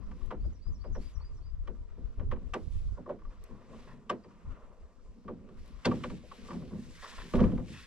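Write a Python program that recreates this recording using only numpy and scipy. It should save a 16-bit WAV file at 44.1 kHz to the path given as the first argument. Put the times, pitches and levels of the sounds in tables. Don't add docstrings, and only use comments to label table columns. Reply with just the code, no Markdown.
import sys
import numpy as np
from scipy import signal
from scipy.io import wavfile

SR = 44100
rng = np.random.default_rng(int(sys.argv[2]) if len(sys.argv) > 2 else 0)


def pcm_store(signal):
    levels = np.round(np.clip(np.atleast_2d(signal), -1, 1) * 32767)
    wavfile.write(sys.argv[1], SR, levels.astype(np.int16).T)


N = 346626


def from_db(db):
    return 10 ** (np.asarray(db) / 20)


def rms_one(x):
    return x / np.sqrt(np.mean(x ** 2) + 1e-20)


def in_time(rows):
    s, *columns = np.transpose(rows)
    return [np.interp(np.arange(N) / SR, s, c) for c in columns]


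def at_hz(points, hz, axis=1):
    points = np.array(points)
    return np.interp(np.log(hz), np.log(points[:, 0]), points[:, axis])


def swell(middle_s, db, half_s, order):
    distance = np.abs((np.arange(N) / SR - middle_s) / half_s)
    return from_db(db) * np.exp(-.5 * distance ** order)


def drift(rate_hz):
    r = np.exp(-80 * np.pi * rate_hz / SR)
    white = rng.standard_normal(N // 40 + 2002)
    slow = signal.lfilter([1], [1, -2 * r, r * r], white)[2000:]
    return np.interp(np.arange(N) / 40, np.arange(len(slow)), rms_one(slow))


def fade(x, seconds):
    return signal.lfilter([1], [1, -np.exp(-1 / (seconds * SR))], x + 1e-18)


def ring(x, hz, t60):
    r, w = from_db(-60 / (t60 * SR)), 2 * np.pi * hz / SR
    return signal.lfilter([0, np.sin(w)], [1, -2 * r * np.cos(w), r * r], x + 1e-18)


def lean(hz):
    return from_db(at_hz(SIDES, hz) * np.array([[.5], [-.5]]))


# pitch_hz, likeness (0 to 1)
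LIKENESS = [(60, 0.097), (150, 0.57), (400, 0.91), (1500, 0.4), (4000, 0.89), (9000, 0.13)]
# pitch_hz, left_minus_right_db
SIDES = [(100, 2.5), (400, -2.5), (2000, 1), (5000, 2.5), (9000, -3)]


def bands(low_hz, high_hz):
    edges = low_hz * 2 ** np.arange(0, np.log2(high_hz / low_hz) + .5, .5)
    white = rng.standard_normal((2, 2, N))
    for k, (low, high) in enumerate(zip(edges, np.minimum(edges[1:], .45 * SR))):
        band = signal.butter(2, [low, high], "band", fs=SR, output="sos")
        mid, side = signal.sosfilt(band, white[k % 2])
        hz = np.sqrt(low * high)
        alike = np.clip(at_hz(LIKENESS, hz), 0, 1)
        pair = np.sqrt(1 + alike) * mid + np.sqrt(1 - alike) * side * [[1], [-1]]
        yield hz, rms_one(pair) * lean(hz)


def coloured(bank, spectrum, patchy_db, rate_hz):
    together, total = drift(rate_hz), 0
    for hz, pair in bank:
        if spectrum[0][0] < hz < spectrum[-1][0]:
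            flicker_db = patchy_db * (together + 1.32 * drift(rate_hz / 2))
            total = total + pair * np.sqrt(hz) * from_db(at_hz(spectrum, hz) + flicker_db)
    return rms_one(total)


# pitch_hz, level_db (per Hz)
AIR = [(35, -33), (60, 11), (112, -7), (198, -4.5), (306, -7), (403, 4), (822, -41), (1160, -20),
       (2160, -47.5), (5650, -20), (14500, -69)]
AIR_DB = -68


def forest_air(bank):
    return from_db(AIR_DB) * coloured(bank, AIR, patchy_db=2.0, rate_hz=5.5)


# time_s, relative level_db, left_minus_right_db
WIND = [(0.0, -54.5, 55), (0.08, -35.5, -7.5), (0.24, -42.5, 14.5), (0.61, -45, -15), (0.69, -45.5, 6),
        (0.95, -40, -1.5), (1.18, -38.5, 12), (1.59, -43, -2.5), (1.75, -45, 10.5), (2.22, -39.5, 2.5),
        (2.32, -39, -20), (2.48, -45, 14), (2.68, -41.5, -19.5), (2.84, -47, 4), (2.93, -33.5, -7),
        (3.05, -57, 1), (3.9, -55, 7.5), (4.2, -70, 3), (4.51, -59, 6), (5.5, -58.5, 1), (5.98, -61.5, 8),
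        (7.01, -56.5, 2), (7.3, -61, 10)]
# middle_s, relative level_db, left_minus_right_db
LOW_SWELLS = [(.1, -48, -1), (0.46, -28.5, 0), (.7, -32.5, 6.5), (.92, -34.5, 5), (1.348, -42.5, -7),
              (1.602, -40.5, -2), (2.22, -41, -2), (2.3, -34, -12), (2.76, -33, -7.5), (2.861, -32.5, -3),
              (3.278, -41.5, 3), (3.411, -45, -1), (4.495, -34, 4), (4.84, -47.5, 3), (5.08, -47, 4),
              (5.6, -41.5, 7), (5.757, -44.5, 10), (6.11, -43, -4), (7.202, -40.5, 3), (7.385, -29.5, -7),
              (7.46, -28.5, 5.5), (7.57, -35, -2)]
LOW_SWELL_HALF_S = 0.026
# pitch_hz, level_db (per Hz)
LOW_SPECTRUM = [(8.8, -32), (15, 4.5), (32, 0), (51, 0.5), (94, -9.5), (211, -40), (300, -46), (390, -67),
                (660, -120)]


def wind_and_low_thumps():
    level_db, pan_db = in_time(WIND)
    bells = [swell(s, db, LOW_SWELL_HALF_S, order=2) for s, db, pan in LOW_SWELLS]
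    out = np.zeros((2, N))
    for side, sign in enumerate((.5, -.5)):
        swells = sum(from_db(sign * row[-1]) * bell for row, bell in zip(LOW_SWELLS, bells))
        steady = from_db(level_db + sign * pan_db + 4.94 * drift(11.5))
        port_db = 20 * np.log10(steady + swells)
        white = rng.standard_normal((2, N))
        for k, low in enumerate(15 * 2 ** np.arange(0, 4.5, .5)):
            band = signal.butter(2, [low, low * np.sqrt(2)], "band", fs=SR, output="sos")
            noise = rms_one(signal.sosfilt(band, white[k % 2]))
            brighter_db = 0.17 * np.log2(low / 30) * (port_db + 30.5)
            gain = from_db(at_hz(LOW_SPECTRUM, low * 1.277) + port_db + brighter_db)
            out[side] += noise * np.sqrt(low / 150) * gain
    return out


# time_s after onset, pitch_hz, relative level_db
RISING = [(0, 4400, -16), (.012, 4400, -8), (.025, 4560, 1), (.04, 4800, -10.5), (.058, 4860, 1),
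          (.085, 4930, -2), (.1, 4900, -25)]
FALLING = [(0, 7080, -19), (.01, 6480, -5), (.03, 5760, -3.5), (.045, 5500, -0.5), (.056, 5220, -2),
           (.062, 5400, -23)]
# start_s, relative level_db, stretch (times as long)
RISING_AT = [(.39, -83, 1.1), (.595, -80, 1.2), (.793, -79, 0.9), (.995, -78, 1.05), (1.193, -78.5, 1.05),
             (1.408, -81.5, 1.1)]
FALLING_AT = [(.52, -84, 1), (.718, -77, 0.96), (0.921, -75, 0.9), (1.126, -75, 0.92), (1.335, -83, 1)]
PITCH_SCATTER = 0.0067
TRUNKS_T60_S, TRUNKS_DB = .28, -35


def bird():
    song, waver = np.zeros(N), 1 + 0.0055 * drift(200)
    for shape, onsets in ((RISING, RISING_AT), (FALLING, FALLING_AT)):
        s, hz, db = np.transpose(shape)
        for start, level_db, stretch in onsets:
            t = np.arange(round(s[-1] * stretch * SR)) / SR / stretch
            first = round(start * SR)
            pitch_hz = np.interp(t, s, hz) * rng.normal(1, PITCH_SCATTER) * waver[first:][:len(t)]
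            whistle = np.sin(2 * np.pi * np.cumsum(pitch_hz) / SR)
            song[first:][:len(t)] += whistle * from_db(np.interp(t, s, db) + level_db + 11.5)
    song *= from_db(2.8 * drift(37) + 2.9 * drift(250))
    decay_db = -60 * np.arange(SR // 4) / SR / TRUNKS_T60_S + TRUNKS_DB
    trunks = rng.standard_normal((2, SR // 4)) * from_db(decay_db)
    echoes = signal.fftconvolve(song[None], trunks, axes=1)[:, :N]
    return song * from_db([[-1], [1]]) + echoes


# pitch_hz, level_db (per Hz)
CLOTH = [(1350, -6.5), (2300, -3.5), (2900, -11), (3490, -5), (5580, -8), (6970, -11), (8580, -9),
         (12200, -38), (14500, -34)]
# middle_s, level_db, half_length_s, extra_db above the split
SWISHES = [(0.23, -74, 0.06, -2.5), (1.06, -70, 0.057, 1), (2.734, -81.5, 0.16, 10), (3.54, -76, 0.18, -10),
           (3.837, -64.5, 0.084, -6), (5.668, -69, 0.088, -8), (6.006, -59, 0.15, -5),
           (6.434, -63, 0.14, -2), (6.77, -72, 0.11, 2.5), (7.148, -56.5, 0.18, -2.5),
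           (7.418, -67, 0.091, 0.5), (7.598, -80, 0.059, 7.5), (7.77, -58.5, 0.075, -1)]
RUSTLE_DB, CLOTH_SPLIT_HZ = -81.5, 2080


def cloth(bank):
    hiss = from_db(1.0 * drift(150)) * coloured(bank, CLOTH, patchy_db=1.02, rate_hz=13.0)
    dull, bright = [signal.sosfilt(signal.butter(2, CLOTH_SPLIT_HZ, kind, fs=SR, output="sos"), hiss)
                    for kind in ("low", "high")]
    swishes = sum(swell(s, db, half_s, order=3) * (from_db(bright_db) * bright - dull)
                  for s, db, half_s, bright_db in SWISHES)
    return from_db(RUSTLE_DB) * hiss + swishes


# start_s, relative level_db
TICKS = [(0.2597, -42), (0.464, -42.5), (3.439, -32.5), (5.5894, -52), (5.66, -44), (5.678, -41),
         (7.124, -57), (7.367, -33)]


def ticks():
    clicks = np.zeros(N)
    clicks[[round(s * SR) for s, db in TICKS]] = from_db(np.array(TICKS)[:, 1] - 20.0)
    burst = fade(clicks, 0.0028) * rng.standard_normal((2, N))
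    return signal.sosfilt(signal.butter(2, [2800, 14000], "band", fs=SR, output="sos"), burst)


# start_s, pitch_hz, level_db, t60_s
PIP = [(4.238, 4780, -62, 0.045)]


def small_part():
    tap = np.zeros(N)
    s, hz, db, t60 = PIP[0]
    tap[round(s * SR)] = from_db(db)
    return ring(tap, hz, t60)


# start_s, relative level_db, rise_s, fade_s, brightness_db per octave, extra rasp_db
SLIDES = [(1.221, -64, 0.0026, 0.034, -1.5, -2), (3.5, -60, 0.024, 0.14, -10.5, -4),
          (3.73, -54, 0.0027, 0.038, -13.5, 12), (3.87, -52.5, 0.006, 0.055, -6.5, -2),
          (4.5, -63, 0.03, 0.25, -17, -10), (6.77, -63, 0.018, 0.068, 0, -4),
          (7.018, -45, 0.0056, 0.069, -0.5, -12), (7.105, -56, 0.013, 0.047, -2, -6),
          (7.179, -46, 0.0022, 0.018, -7, -7.5), (7.198, -52, 0.0066, 0.025, 2.5, -9),
          (7.235, -60.5, 0.012, 0.027, -1, -4), (7.37, -41.5, 0.0088, 0.055, -7, -5),
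          (7.71, -45, 0.042, 0.05, 3.5, 4.5), (7.83, -61, 0.014, 0.025, 5, -1)]
# pitch_hz, relative level_db, t60_s of the first resonance
SCRAPED = [(585, -5, 0.0088), (1066, 2.5, 0.011), (1370, -1, 0.0091), (1836, 3.5, 0.0072),
           (2610, -2.5, 0.012), (3490, -6.5, 0.0089), (4500, -15, .006), (5400, -16, .005)]
CATCHES_PER_S, CATCH_SPREAD_DB = 1500, 2.5
RASP_HZ = 2550


def slips():
    s, db, rise_s, fade_s, bright_db, rasp_db = np.transpose(SLIDES)[:, :, None]
    t = np.maximum(np.arange(N) / SR - s, 0)
    pressure = from_db(db) * (1 - np.exp(-t / rise_s)) ** 2 * np.exp(-t / fade_s)
    out, clumps = 0, drift(37.0)
    for hz, level_db, t60 in SCRAPED:
        chance = CATCHES_PER_S * from_db(3.0 * clumps + 3.0 * drift(60)) / SR
        caught = rng.random(N) < chance
        sizes_db = CATCH_SPREAD_DB * np.minimum(rng.exponential(1, N), 4)
        sizes = from_db(sizes_db) * rng.choice([-1, 1], N)
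        rasping = abs(np.log2(hz / RASP_HZ)) < .25
        colour_db = level_db + bright_db[:, 0] * np.log2(hz / 1050) + rasp_db[:, 0] * rasping
        skin = rms_one(ring(ring(caught * sizes, hz, t60), hz, t60 / 2))
        out = out + lean(hz) * skin * (from_db(colour_db) @ pressure)
    return out / 2


# pitch_hz, relative level_db, nominal t60_s,
# extra_thwart_db when the thwart is struck, extra_gunwale_db when the gunwale is struck
HULL = [(174, 3, 0.19, -10, 0.5), (208.5, 5.5, 0.15, 4.5, -1.5), (242.6, 5, 0.22, 3, 1.5),
        (338.2, -0.5, 0.094, 1.5, 4), (372.2, 3.5, 0.18, -6, 1), (432, 1, 0.048, 5.5, 1),
        (502.3, 7.5, 0.084, 0, -6), (566.3, 4, 0.063, -6, -5), (599.3, 1.5, 0.094, -0.5, 1.5),
        (801, -20, 0.061, 11, 20), (905, -3, 0.07, 4, 4), (962, -4, 0.2, 3.5, -7),
        (1027.4, 5, 0.035, -4.5, -8), (1117, 10.5, 0.021, 1.5, 0), (1171, 7, 0.042, -1, -9),
        (1299, 3, 0.016, 4, -15), (1456, -5.5, 0.08, -3, 9.5), (1566, -5.5, 0.086, 4, 10),
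        (1714, -7, 0.1, 2, -5), (1842, 0, 0.027, -4, -10), (2050, 2.5, 0.014, -30, 7.5),
        (2357, 3, 0.022, -6.5, -6), (2704, 1.5, 0.011, 7, 9), (3020, -3, 0.033, 5.5, -5),
        (3226, -1.5, 0.033, -4, -8), (3260, -8, 0.08, -9, 1.5), (3540, -8.5, .05, 0, 13),
        (4514, -7, 0.05, -8, 14.5), (5400, -4, 0.06, 2, 2), (5750, -6.5, .04, 8, 2),
        (6500, -11, .04, 7, 11)]


def rubbing(bank, spectrum, sung_db, grit_db, grit_rate_hz):
    grit = rng.standard_normal(N) * from_db(grit_db * drift(grit_rate_hz))
    sung = sum(from_db(at_hz(spectrum, hz)) * rms_one(ring(grit, hz, 1.76 * t60)) * np.sqrt(hz)
               for hz, level, t60, *parts in HULL if spectrum[0][0] < hz < spectrum[-1][0])
    noise = coloured(bank, spectrum, patchy_db=0.79 * grit_db, rate_hz=grit_rate_hz)
    return rms_one(from_db(sung_db) * rms_one(sung) + noise)


# time_s, level_db
SCUFFING = [(0.0, -66.5), (0.22, -66), (0.65, -74.5), (1.14, -67), (1.42, -74), (1.97, -71), (2.21, -68),
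            (2.71, -73.5), (3.81, -65), (3.94, -73.5), (4.2, -67), (4.44, -67.5), (4.52, -62),
            (4.72, -70.5), (4.8, -72.5), (4.9, -70), (5.03, -73), (5.28, -74.5), (6.02, -62), (6.15, -70.5),
            (6.3, -71.5), (6.5, -59), (6.65, -72.5), (7.0, -65.5), (7.22, -72), (7.4, -51.5), (7.57, -67.5),
            (7.86, -85)]
# pitch_hz, level_db (per Hz)
SCUFF = [(380, -19), (650, 5), (729, -35), (1010, 8), (1210, 2), (1370, -26), (1860, -5.5), (2540, -15.5),
         (3000, -24), (3900, -43), (6600, -120)]


def gear_scuffing(bank):
    (level_db,) = in_time(SCUFFING)
    return from_db(level_db) * rubbing(bank, SCUFF, sung_db=0.0, grit_db=3.5, grit_rate_hz=18.0)


# time_s, level_db
RUBBING = [(0.0, -59.5), (0.35, -55), (0.5, -69), (0.94, -70), (1.53, -77), (2.08, -63.5), (2.43, -53),
           (2.65, -81), (3.15, -70), (3.52, -79), (3.7, -52.5), (4.97, -66.5), (5.36, -54.5), (5.89, -66),
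           (6.02, -43), (6.24, -67.5), (6.46, -53), (6.7, -47.5), (6.87, -83), (7.11, -60.5), (7.31, -56),
           (7.53, -37.5), (7.75, -58), (7.86, -86)]
# pitch_hz, level_db (per Hz)
RUB = [(35, -36.5), (60, -0.5), (97, -14.5), (243, 2.5), (295, -17), (371, -8.5), (413, -10.5),
       (502, -15.5), (800, -65), (1040, -60), (1760, -120)]


def weight_rubbing(bank):
    (level_db,) = in_time(RUBBING)
    return from_db(level_db) * rubbing(bank, RUB, sung_db=-4.5, grit_db=4.0, grit_rate_hz=20.7)


def among(s, chosen):
    return np.abs(s[:, None] - chosen).min(axis=1) < .0024


# start_s, relative level_db, extra_boom_db, extra_knock_db,
# hardness_db per octave (slope above the knock pitch)
BLOWS = [(0.065, -75, 21, -5, -26), (0.11, -72, 16.5, 11.5, -7.5), (0.209, -72, 0, 9, -11),
         (0.305, -43, -10, 1, -13), (0.439, -60.5, 5.5, -9, -11), (0.66, -68.5, 13, 0.5, -19),
         (0.839, -50.5, -4, -5, -15.5), (0.949, -47, -3, -6, -12), (1.198, -71, -13, 4, -12),
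         (1.381, -70, -20, -4, -22), (1.672, -54, -2, -0.5, -7), (1.965, -64, 9, -17, -11),
         (2.171, -61, 5, -19, -22), (2.194, -52.5, -0.5, -3, -11.5), (2.312, -46, -5, 4.5, -11),
         (2.358, -63.5, 1, 4.5, -14.5), (2.389, -75, 19, -7, -2), (2.535, -37.5, -10.5, -1, -5),
         (2.97, -50, -1.5, -7.5, -37), (3.058, -48.5, -7, -8.5, -30), (3.089, -37.5, -15, -8.5, -40),
         (3.116, -64, -9, -10, -18), (3.186, -80, 11, 13.5, -13), (3.214, -71, -2, 4, -16),
         (3.248, -73.5, -2, 10, -15), (3.303, -68.5, 0.5, 3, -8.5), (3.483, -63.5, 8.5, -2, -29),
         (3.506, -64.5, 6, -1, -12), (4.0943, -36.5, -10.5, -1, -4.5), (4.24, -63.5, 6, -3, -6),
         (5.239, -66, 17.5, -6, -21), (5.278, -47.5, -2, -3, -14.5), (5.295, -52, -6, -8, -18),
         (5.364, -85, 2, -3, -22), (5.485, -64.5, 8, -4.5, -5), (5.847, -37, -12, 0.5, -8.5),
         (5.852, -30.5, -1, -7.5, -0.5), (5.911, -44, 1, 3, -12.5), (5.953, -61.5, 6, -3, 1),
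         (6.035, -48, 0.5, 5, -4.5), (6.097, -51.5, 8, -5, -2.5), (6.228, -57.5, -21, -23, -4),
         (6.312, -59.5, -19, 8.5, -21), (6.482, -57, 4, 3, -17), (6.503, -49.5, 1, 3, -13),
         (6.529, -50.5, 6, -5, -13), (6.553, -63, 6, -3, -7), (6.59, -58.5, 15, -23, -12),
         (6.616, -61.5, 4, -2, -13), (6.706, -56, 10.5, -7, -26), (6.726, -59, 2, -7, -13),
         (6.754, -65, 18, -8, -11), (6.847, -71, 17, -18, -10), (7.037, -60, -22, 12, -26),
         (7.22, -68.5, 15, -8, -11), (7.336, -34.5, 3.5, -14, -3.5), (7.353, -44, 9.5, -5.5, -3),
         (7.389, -37, 9, -12, -7), (7.402, -37, 9, -11, -4), (7.412, -40, 5.5, -26, -9),
         (7.438, -40, 2, -6.5, -7), (7.475, -50, 2, -9, -13), (7.514, -46, 7, -15, -4),
         (7.574, -50, 8, -5, -10), (7.595, -61, 14, 1, -14), (7.679, -65.5, 18, -4, 1)]
BOOM_BODY_KNOCK_HZ = [200, 550, 1200]
# pitch_hz, level_db
STRIKE = [(1200, 1), (2700, 6), (5600, -1), (12000, -17.5)]
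ON_THWART = [2.536, 4.0945]
ON_GUNWALE = [5.847, 5.852]
STEPS = [7.336, 7.354, 7.402, 7.412, 7.437]
BLOW_DISTANCE_M, STEP_DISTANCE_M = 1.5, 0.484
ARRIVAL_SPREAD_S, FIRST_ARRIVAL_DB = .0004, -5


def strikes(hz, scatter_db, part_share, in_step):
    s, level_db, boom_db, knock_db, hardness = np.transpose(BLOWS)
    weights = np.c_[BOOM_BODY_KNOCK_HZ, np.eye(3)]
    boom, knock = at_hz(weights, hz, axis=1), at_hz(weights, hz, axis=3)
    part_db = sum(at_hz(HULL, hz, axis=3 + k) * among(s, part)
                  for k, part in enumerate((ON_THWART, ON_GUNWALE)))
    octaves_up = max(np.log2(hz / BOOM_BODY_KNOCK_HZ[-1]), 0)
    felt_db = level_db + part_share * part_db + at_hz(STRIKE, hz)
    felt_db = felt_db + boom * boom_db + knock * knock_db + hardness * octaves_up
    felt = from_db(felt_db + scatter_db * rng.standard_normal(len(s))) * rng.choice([-1, 1], len(s))
    distance_m = np.where(among(s, STEPS), STEP_DISTANCE_M, BLOW_DISTANCE_M)
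    delay = distance_m * at_hz(HULL_WASH, hz, axis=2)
    clicks = np.zeros(N)
    for path in range(4):
        spread = delay * path / 2 + ARRIVAL_SPREAD_S * (path - 1)
        if in_step:
            spread = np.round(spread * hz) / hz
        arrival = np.round((s + 0.3033 * delay + spread) * SR).astype(int)
        np.add.at(clicks, arrival, felt * from_db(FIRST_ARRIVAL_DB * (path == 0)))
    return clicks


# pitch_hz, t60_s,
# bending_delay_s per m (nominal, scaled for each path), relative level_db
HULL_WASH = [(62, 1, 0.0037, -22.5), (120, 0.42, 0.0052, -9), (196.8, 0.37, 0.0161, -6.5),
             (536, 0.13, .008, -7.5), (1159, 0.13, 0.002796, -12.5), (3600, 0.077, .001, -12),
             (7600, 0.031, 0.0015, -3.5), (12500, 0.021, .0005, -48)]


def blows(bank):
    modes, wash = 0, 0
    for hz, level_db, t60, *parts in HULL:
        clicks = strikes(hz, scatter_db=3.0, part_share=0.9, in_step=True)
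        held_t60 = min(t60, 0.56 * at_hz(HULL_WASH, hz))
        modes = modes + from_db(level_db - 10.5) * ring(clicks, hz, held_t60)
    for hz, pair in bank:
        t60, level_db = at_hz(HULL_WASH, hz), at_hz(HULL_WASH, hz, axis=-1)
        rise_s = 0.5 / hz + 0.00095
        clicks = strikes(hz, scatter_db=0.0, part_share=0.34, in_step=False)
        dying = fade(clicks ** 2, t60 / np.log(10 ** 6))
        power = fade(dying, rise_s) / (rise_s * SR)
        wash = wash + from_db(level_db) * np.sqrt(power) * pair
    return modes + wash


LEFT_LAG_SAMPLES = 2


def scene():
    bank, other = list(bands(45, 15000)), list(bands(45, 15000))
    bow = forest_air(other) + bird() + cloth(bank) + ticks() + small_part()
    bow = bow + slips() + gear_scuffing(bank) + weight_rubbing(bank) + blows(other)
    bow[0] = np.roll(bow[0], LEFT_LAG_SAMPLES)
    return bow + wind_and_low_thumps()


def record(dry):
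    return signal.sosfilt(signal.cheby2(10, 40, 15000, fs=SR, output="sos"), dry)


dry = scene()
out = record(dry)
pcm_store(out)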